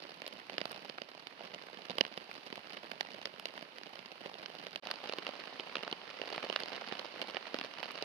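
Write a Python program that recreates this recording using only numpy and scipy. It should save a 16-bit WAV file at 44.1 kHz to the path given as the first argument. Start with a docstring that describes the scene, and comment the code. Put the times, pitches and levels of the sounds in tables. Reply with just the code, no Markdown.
"""Night rain patters on a taut tent fly, close to a small camera with two microphones.
Each drop snaps the cloth, which rings with a hollow pock, rustles for a few ms and thuds a little longer.
Big drops land nearest, among flurries of small ones; distant rain hisses behind, over a faint rumble.
The sound drops out for an instant when the camera moves to a busier spot on the fly."""
import sys
import numpy as np
from scipy import signal
from scipy.fft import rfft, irfft
from scipy.io import wavfile

SR = 44100
rng = np.random.default_rng(int(sys.argv[2]) if len(sys.argv) > 2 else 0)


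def inscribe(sig):
    """Save sig as 16-bit PCM at rate SR to the path in sys.argv[1].

    A 1-D sig is mono; a 2-D sig holds one channel per row.
    Samples are clipped to [-1, 1] before scaling.
    """
    pcm = np.round(np.clip(np.atleast_2d(sig).T, -1, 1) * 32767)
    wavfile.write(sys.argv[1], SR, pcm.astype(np.int16))


N = 354563

# Big drops close to the microphones; thud, knock, sizzle and splash are relative to the tick.
# start_s, tick_db, thud_db, knock_db, sizzle_db, splash_db, pock_hz
NEAR_DROPS = [(0.2191, -50.5, -1, -2.0, -9, -19, 890), (0.2648, -52, 1.5, -13.0, 4, -24.0, 635),
              (0.278, -49.0, -3, -4, -15, -11.5, 580.0), (0.3373, -72.5, 18, -1, 7, 4, 610.0),
              (0.4975, -48.5, 0, -4.0, -9, -26, 610.0), (0.5816, -38.5, -3.5, -5, -6, -38, 660),
              (0.615, -49.5, 5, 1, 1, -25.0, 585), (0.6552, -48, 5.0, 0, -4, -17, 660),
              (0.7169, -64, 4, 0, 9, 3.0, 850.0), (0.8971, -51.0, 4.5, -12.0, 2.5, -27, 484),
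              (0.9836, -64, 14, 17, -11.0, -26, 850), (1.0184, -50.5, 3.5, -5, 1.5, -22.0, 616),
              (1.2705, -53.5, 3.5, -2, 1, -20, 490.0), (1.408, -63.5, 13.5, 3, -7, -26, 810),
              (1.5462, -61, 11, 1, 13.0, -13.0, 590.0), (1.8982, -47, 8, -16, -1, -29, 550),
              (1.906, -49, 3.5, -14, 0, -27.0, 620.0), (1.9839, -34.5, -0.5, -10, -24, -24.5, 600),
              (2.0098, -30.5, -2, -10, -5, -27.0, 560), (2.051, -44.5, -5, -3.0, -19.0, -34, 460.0),
              (2.176, -52, 7.5, -3, -1, -20, 530.0), (2.3139, -68.5, 8, 18.0, 0, -5.0, 820.0),
              (2.5267, -51, 3, -4, -7, -26, 430.0), (2.557, -58, -2, 4.5, -2, -11, 650.0),
              (2.578, -59.5, 15.5, -10.0, -6, -20.0, 685), (2.772, -54, 2, 3.5, -14, -23.0, 774),
              (2.9159, -48.5, -0.5, -0.5, -13, -19, 870), (3.0089, -45, -1, 4, 5, -18.0, 820),
              (3.256, -49, 6, -3, 11.5, -27, 586), (3.3975, -53, -2.5, -1.0, 0, -15, 880),
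              (3.456, -44, -3.5, -10, 1.5, -21, 730), (3.5777, -56, 7.5, 4, -1, -21.0, 742),
              (3.626, -63, 14, 7, 2.0, -12, 660), (3.7841, -55.5, -1, -2.0, 1.0, -17, 640.0),
              (3.8345, -58, 7, -2, 4.0, -22.0, 540.0), (3.9916, -58.5, 7.5, -4, 3.5, -26.0, 584),
              (4.2598, -54.5, 11.0, -3, -0.5, -26, 550.0), (4.46, -57, -3, 3, 8, -37.0, 660.0),
              (4.6678, -48, 0, -6, -4.0, -28, 560), (4.7593, -41, -4.5, -10, -6.5, -26, 666),
              (4.871, -53, -7, -13.0, 0, -16, 497), (4.9126, -50.5, -2, 5.5, 11.5, -9.5, 990),
              (5.0955, -42.5, 1, -16.0, -10, -30, 460.0), (5.124, -49.5, -7.0, -1, -1, -26, 540.0),
              (5.1356, -60.5, 15.5, -4.0, 13.5, -16.0, 580), (5.1854, -45.5, 4, -2, -5.5, -22, 545),
              (5.2672, -43.5, -5, -5.5, -8, -29, 580.0), (5.291, -55.5, 13.5, -12, 4, -19.0, 580),
              (5.5972, -41, -2.5, -21, -23, -35, 420.0), (5.7552, -47.5, 2, 5.0, 2.5, -34, 606),
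              (5.7683, -42, -0.5, -17, -13, -38, 540.0), (5.8333, -47.5, 2.5, -4, -22, -24, 630.0),
              (5.8778, -63.5, 17.5, 15.5, 13, -25.0, 670.0), (5.914, -58.5, 12, -6.0, 11.5, -28, 450.0),
              (5.9268, -40, 5.5, -15.0, -10, -32, 427), (6.2162, -45.5, 1.5, -7, -4, -33, 580),
              (6.326, -65, 19.5, -5, 16.5, -15, 580.0), (6.3613, -52, 5, -17, 2.0, -19, 516),
              (6.3793, -54.5, 16, 9.0, -11.0, -25.0, 660), (6.429, -51.5, 6, 2.5, -1, -26, 560.0),
              (6.441, -57, 15.5, -8.0, -12.0, -28.0, 587), (6.4994, -42, 2.5, -19, -11, -28.0, 520.0),
              (6.5268, -46.5, 1, 0, -10, -25.0, 640.0), (6.5613, -37.5, -5.0, -0.5, 0.5, -39, 680.0),
              (6.603, -48, 0, -1.0, -3.0, -20, 604), (6.6347, -57.5, 13, -12, 11.5, -25, 460.0),
              (6.6834, -52.5, 3.5, -5.0, 0, -27, 820), (6.9235, -50.5, 10.5, -1, -13, -25, 423),
              (6.994, -48.5, 2.0, -11, 3.5, -26, 540.0), (7.2164, -43, -5, -1, -15, -20, 730.0),
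              (7.2193, -48, -9, -6, -14, -25.0, 600.0), (7.2238, -52, 6.5, -13, 1.0, -32.0, 600.0),
              (7.3461, -51.0, 9, -11.0, -6, -35, 520.0), (7.3688, -51, 7.5, 6, -25, -39, 780),
              (7.5437, -54, 18, 9, 8, -19, 523), (7.5874, -46, 3.5, -16, -4.0, -27, 624),
              (7.6125, -45.5, 4.5, 1, -8.0, -27, 510.0), (7.8297, -44.5, -2, -3, -18.0, -26.0, 830),
              (7.8353, -49, -15, -9, -8, -31, 670.0), (7.9164, -69, 10.5, -3, 5, 3.5, 674),
              (8.0247, -49, 8, -13, 5.5, -20, 460.0)]
# Rise and fall of the small drops and the distant rain: time_s, level_db
RAIN_LEVEL = [(0.0, -56), (0.83, -53.5), (1.01, -57.5), (1.75, -54), (4.78, -55.5), (4.85, -50),
              (6.16, -50.5), (6.4, -48.5), (7.88, -50.5), (8.04, -48)]
# Response of each microphone in its housing: frequency_hz, gain_db
LEFT_RESPONSE = [(30, -50), (50, -23), (100, -23.5), (170, -6), (400, -4.5), (1000, 6), (1750, -3),
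                 (2300, -6), (4100, -1), (5600, -23.5), (7300, -27.5), (9200, -20.5), (12000, -23),
                 (15800, -38)]
RIGHT_RESPONSE = [(30, -27), (50, -36), (200, -5.5), (620, -0.06), (1500, -5), (2500, -2), (3050, -1),
                  (3250, -7.5), (3450, -8), (4700, -6), (6200, -22.5), (8500, -48.5), (9500, -43.5),
                  (12500, -38.5), (15800, -60)]
# The six bands of one impact: low_hz, high_hz, tail_over_snap_db, shared_fraction, gain_db
# (at a shared_fraction of 1 or more, both microphones hear the same tail)
BOOM_BAND = (48, 250, 9.2, 1.1, 34)
THUD_BAND = (237, 1035, 2.5, 0.94, 34)
KNOCK_BAND = (1098, 2383, -0.5, 0.36, 42.5)
TICK_BAND = (2587, 3398.5, -0.5, 0.44, 40.5)
SIZZLE_BAND = (3498, 6598, 0, 1.14, 42)
SPLASH_BAND = (8240, 20000, 0.43, 0.034, 63.6)
BANDS = (BOOM_BAND, THUD_BAND, KNOCK_BAND, TICK_BAND, SIZZLE_BAND, SPLASH_BAND)
# Decay of each band, as the wet cloth damps the treble first: t60_s
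BAND_T60_S = (.050, .016, .012, .012, .010, .008)
# Slope of each band, gentle where they must add up to one sharp snap: filter_order
BAND_ORDERS = (2, 1, 1, 1, 1, 3)
# Furthest a small drop rises over its usual level in each band: cap_db
SMALL_DROP_CAP_DB = (14.5, 16, 11.9, 15.4, 20.1, 16.7)

MOVE_S = 4.8  # the camera moves; the four pairs below are (before, after)
LEFT_LAG_S = (.00032, .00003)  # how much later the left microphone hears a drop
PAN_DB = (-9.5, -8.5)  # left minus right
BOOM_TRIM_DB = (-1.5, -7.5)
SPRAY_DB = (3, -2)  # top treble of the small drops and distant rain


def near_drops():
    """The big drops that land nearest, each with its own weight of thud, knock, sizzle and splash."""
    start_s, tick_db, thud_db, knock_db, sizzle_db, splash_db, pock_hz = np.transpose(NEAR_DROPS)
    hardness_db = tick_db + thud_db + 49
    boom_db = thud_db + at_spot(start_s, BOOM_TRIM_DB) - 0.17 * hardness_db  # hard hits boom less
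    colour_db = np.array([boom_db, thud_db, knock_db, np.zeros_like(start_s), sizzle_db, splash_db])
    sharpness = np.ones_like(start_s)
    return start_s, tick_db + colour_db, sharpness, pock_hz


def small_drops(count=1700, flurry_step_s=.045):
    """Drops over the whole fly, in loose flurries: many faint, few strong, each its own colour."""
    when, size_rank = rng.random((count, 2)).T
    start_s = when * N / SR
    knots_s = np.arange(0, N / SR + 1, flurry_step_s)
    flurry_db = 3.44 * np.interp(start_s, knots_s, rng.standard_normal(len(knots_s)))
    size_db = -5.2 * np.log(size_rank) + flurry_db
    boom, thud, knock, tick, sizzle, splash = rng.standard_normal((count, 6)).T
    colour_db = np.array([5.8 * thud + 6.3 * boom, 5.5 * thud, 6.0 * knock,
                          5.4 * tick, 5.5 * sizzle, 6.8 * splash])
    rise_db = np.minimum(size_db + colour_db, np.array(SMALL_DROP_CAP_DB)[:, None])
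    usual_db = (-12.5 + at_spot(start_s, BOOM_TRIM_DB), -16.0, -18.5,
                -22.0, -22.5, -45.0 + at_spot(start_s, SPRAY_DB))
    rain_db = np.interp(start_s, *np.transpose(RAIN_LEVEL))
    band_db = [rain_db + usual + rise for usual, rise in zip(usual_db, rise_db)]
    sharpness = np.full(count, .85)  # further off, the snap softens and the rustle remains
    pock_hz = 620 * 2 ** (.3 * rng.standard_normal(count))
    return start_s, band_db, sharpness, pock_hz


def fly_impacts(start_s, band_db, sharpness, pock_hz, cloth_top_hz=8250):
    """Each drop snaps the fly inward and leaves it rustling and ringing, nearer one microphone."""
    lag_s = at_spot(start_s, LEFT_LAG_S) + .00015 * rng.standard_normal(len(start_s))
    arrival_s = np.array([start_s + lag_s / 2, start_s - lag_s / 2])
    onsets = np.clip((arrival_s * SR).astype(int), 0, N - 1)
    pan_db = at_spot(start_s, PAN_DB) + 2 * rng.standard_normal(len(start_s))
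    side_db = np.array([pan_db, -pan_db]) / 2
    parts = []
    for row, t60_s, order, level_db in zip(BANDS, BAND_T60_S, BAND_ORDERS, band_db):
        low_hz, high_hz, tail_db, shared, gain_db = row
        strength = undb(level_db + gain_db + side_db)
        snap = band(impulses(onsets, strength * sharpness), low_hz, high_hz, order)
        tail = undb(tail_db) * cloth_rustle(impulses(onsets, strength ** 2), t60_s, shared)
        parts.append(band(tail, low_hz, high_hz, max(order, 2)) - snap)
    *cloth, splash = parts
    thud_strength = undb(band_db[1] + THUD_BAND[-1] + side_db)
    pock = cloth_pock(onsets, pock_hz, undb(-8) * thud_strength * sharpness)
    cloth_lowpass = signal.butter(4, cloth_top_hz, fs=SR, output="sos")
    return signal.sosfilt(cloth_lowpass, sum(cloth) + pock) + splash


def cloth_rustle(energy, t60_s, shared):
    """Each snap leaves its energy in the cloth, where it leaks away as noise."""
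    retained = undb(-60 / (t60_s * SR)) ** 2
    stored = signal.lfilter([1 - retained], [1, -retained], energy)
    shared = np.clip(shared, 0, 1)
    common = np.sqrt(shared) * at_both_mics(rng.standard_normal(N))
    separate = np.sqrt(1 - shared) * rng.standard_normal((2, N))
    return np.sqrt(stored) * (common + separate)


def cloth_pock(onsets, pitch_hz, strength, decay_s=.0014, length=512):
    """Each drop rings its patch of taut cloth for a cycle or two, at a pitch of its own."""
    t = np.arange(length) / SR
    ring = -np.sin(2 * np.pi * pitch_hz[:, None] * t) * np.exp(-t / decay_s)
    ring /= np.linalg.norm(ring, axis=1, keepdims=True)
    return impulses(onsets[..., None] + np.arange(length), strength[..., None] * ring)


def distant_rain():
    """Rain on grass and further cloth merges into a hiss; both microphones share its low end."""
    t = np.arange(N) / SR
    level_db = np.interp(t, *np.transpose(RAIN_LEVEL)) + 7.0
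    pan_db = at_spot(t, PAN_DB)
    low = band(at_both_mics(rng.standard_normal(N)), 96, 654)
    hiss = band(rng.standard_normal((2, N)), 657, 8900)
    spray = undb(at_spot(t, SPRAY_DB) - 0.3) * band(rng.standard_normal((2, N)), 9100, 17000)
    return undb(level_db + np.array([pan_db, -pan_db]) / 2) * (low + hiss + spray)


def rumble():
    """A faint steady rumble, different at each microphone."""
    return undb(-41) * band(rng.standard_normal((2, N)), 16, 87)


def microphone(x, response, size=4096):
    """One housed microphone colours the sound: a minimum-phase filter, built from the cepstrum."""
    frequency_hz, gain_db = np.transpose(response)
    grid_hz = np.maximum(np.arange(size // 2 + 1) * SR / size, 1)
    gain = undb(np.interp(np.log(grid_hz), np.log(frequency_hz), gain_db))
    cepstrum = irfft(np.log(gain))
    cepstrum[1:size // 2] *= 2
    cepstrum[size // 2 + 1:] = 0
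    return signal.oaconvolve(x, irfft(np.exp(rfft(cepstrum))))[:N]


def at_both_mics(x):
    """One sound at both microphones, the left a little late."""
    delayed = [np.roll(x, int(lag_s * SR)) for lag_s in LEFT_LAG_S]
    return np.array([at_spot(np.arange(N) / SR, delayed), x])


def at_spot(time_s, pair):
    """The first of a pair before the camera moves, the second after."""
    return np.where(time_s < MOVE_S, *pair)


def impulses(samples, weights):
    """Weights summed at their sample positions, one track for each microphone."""
    return np.array([np.bincount(at.ravel(), w.ravel(), N)[:N] for at, w in zip(samples, weights)])


def band(x, low_hz, high_hz, order=2):
    return signal.sosfilt(signal.butter(order, [low_hz, high_hz], "bandpass", fs=SR, output="sos"), x)


def undb(db):
    return 10 ** (np.asarray(db) / 20)


def scene():
    """Big and small drops on the fly up close, distant rain and rumble behind."""
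    drops = [np.concatenate(pair, axis=-1) for pair in zip(near_drops(), small_drops())]
    return fly_impacts(*drops) + distant_rain() + rumble()


def record(dry):
    """Two differently housed microphones, a brief dropout at the move, and the top cut off."""
    fade_out_s, gap_s, fade_in_s, gap_db, top_hz = .003, .022, .012, -42, 16000
    heard = np.array([microphone(dry[0], LEFT_RESPONSE), microphone(dry[1], RIGHT_RESPONSE)])
    corners_s = MOVE_S + np.array([-fade_out_s, 0, gap_s, gap_s + fade_in_s])
    dropout = np.interp(np.arange(N) / SR, corners_s, undb([0, gap_db, gap_db, 0]))
    return signal.sosfilt(signal.ellip(8, .2, 70, top_hz, fs=SR, output="sos"), heard * dropout)


dry = scene()
out = record(dry)
inscribe(out)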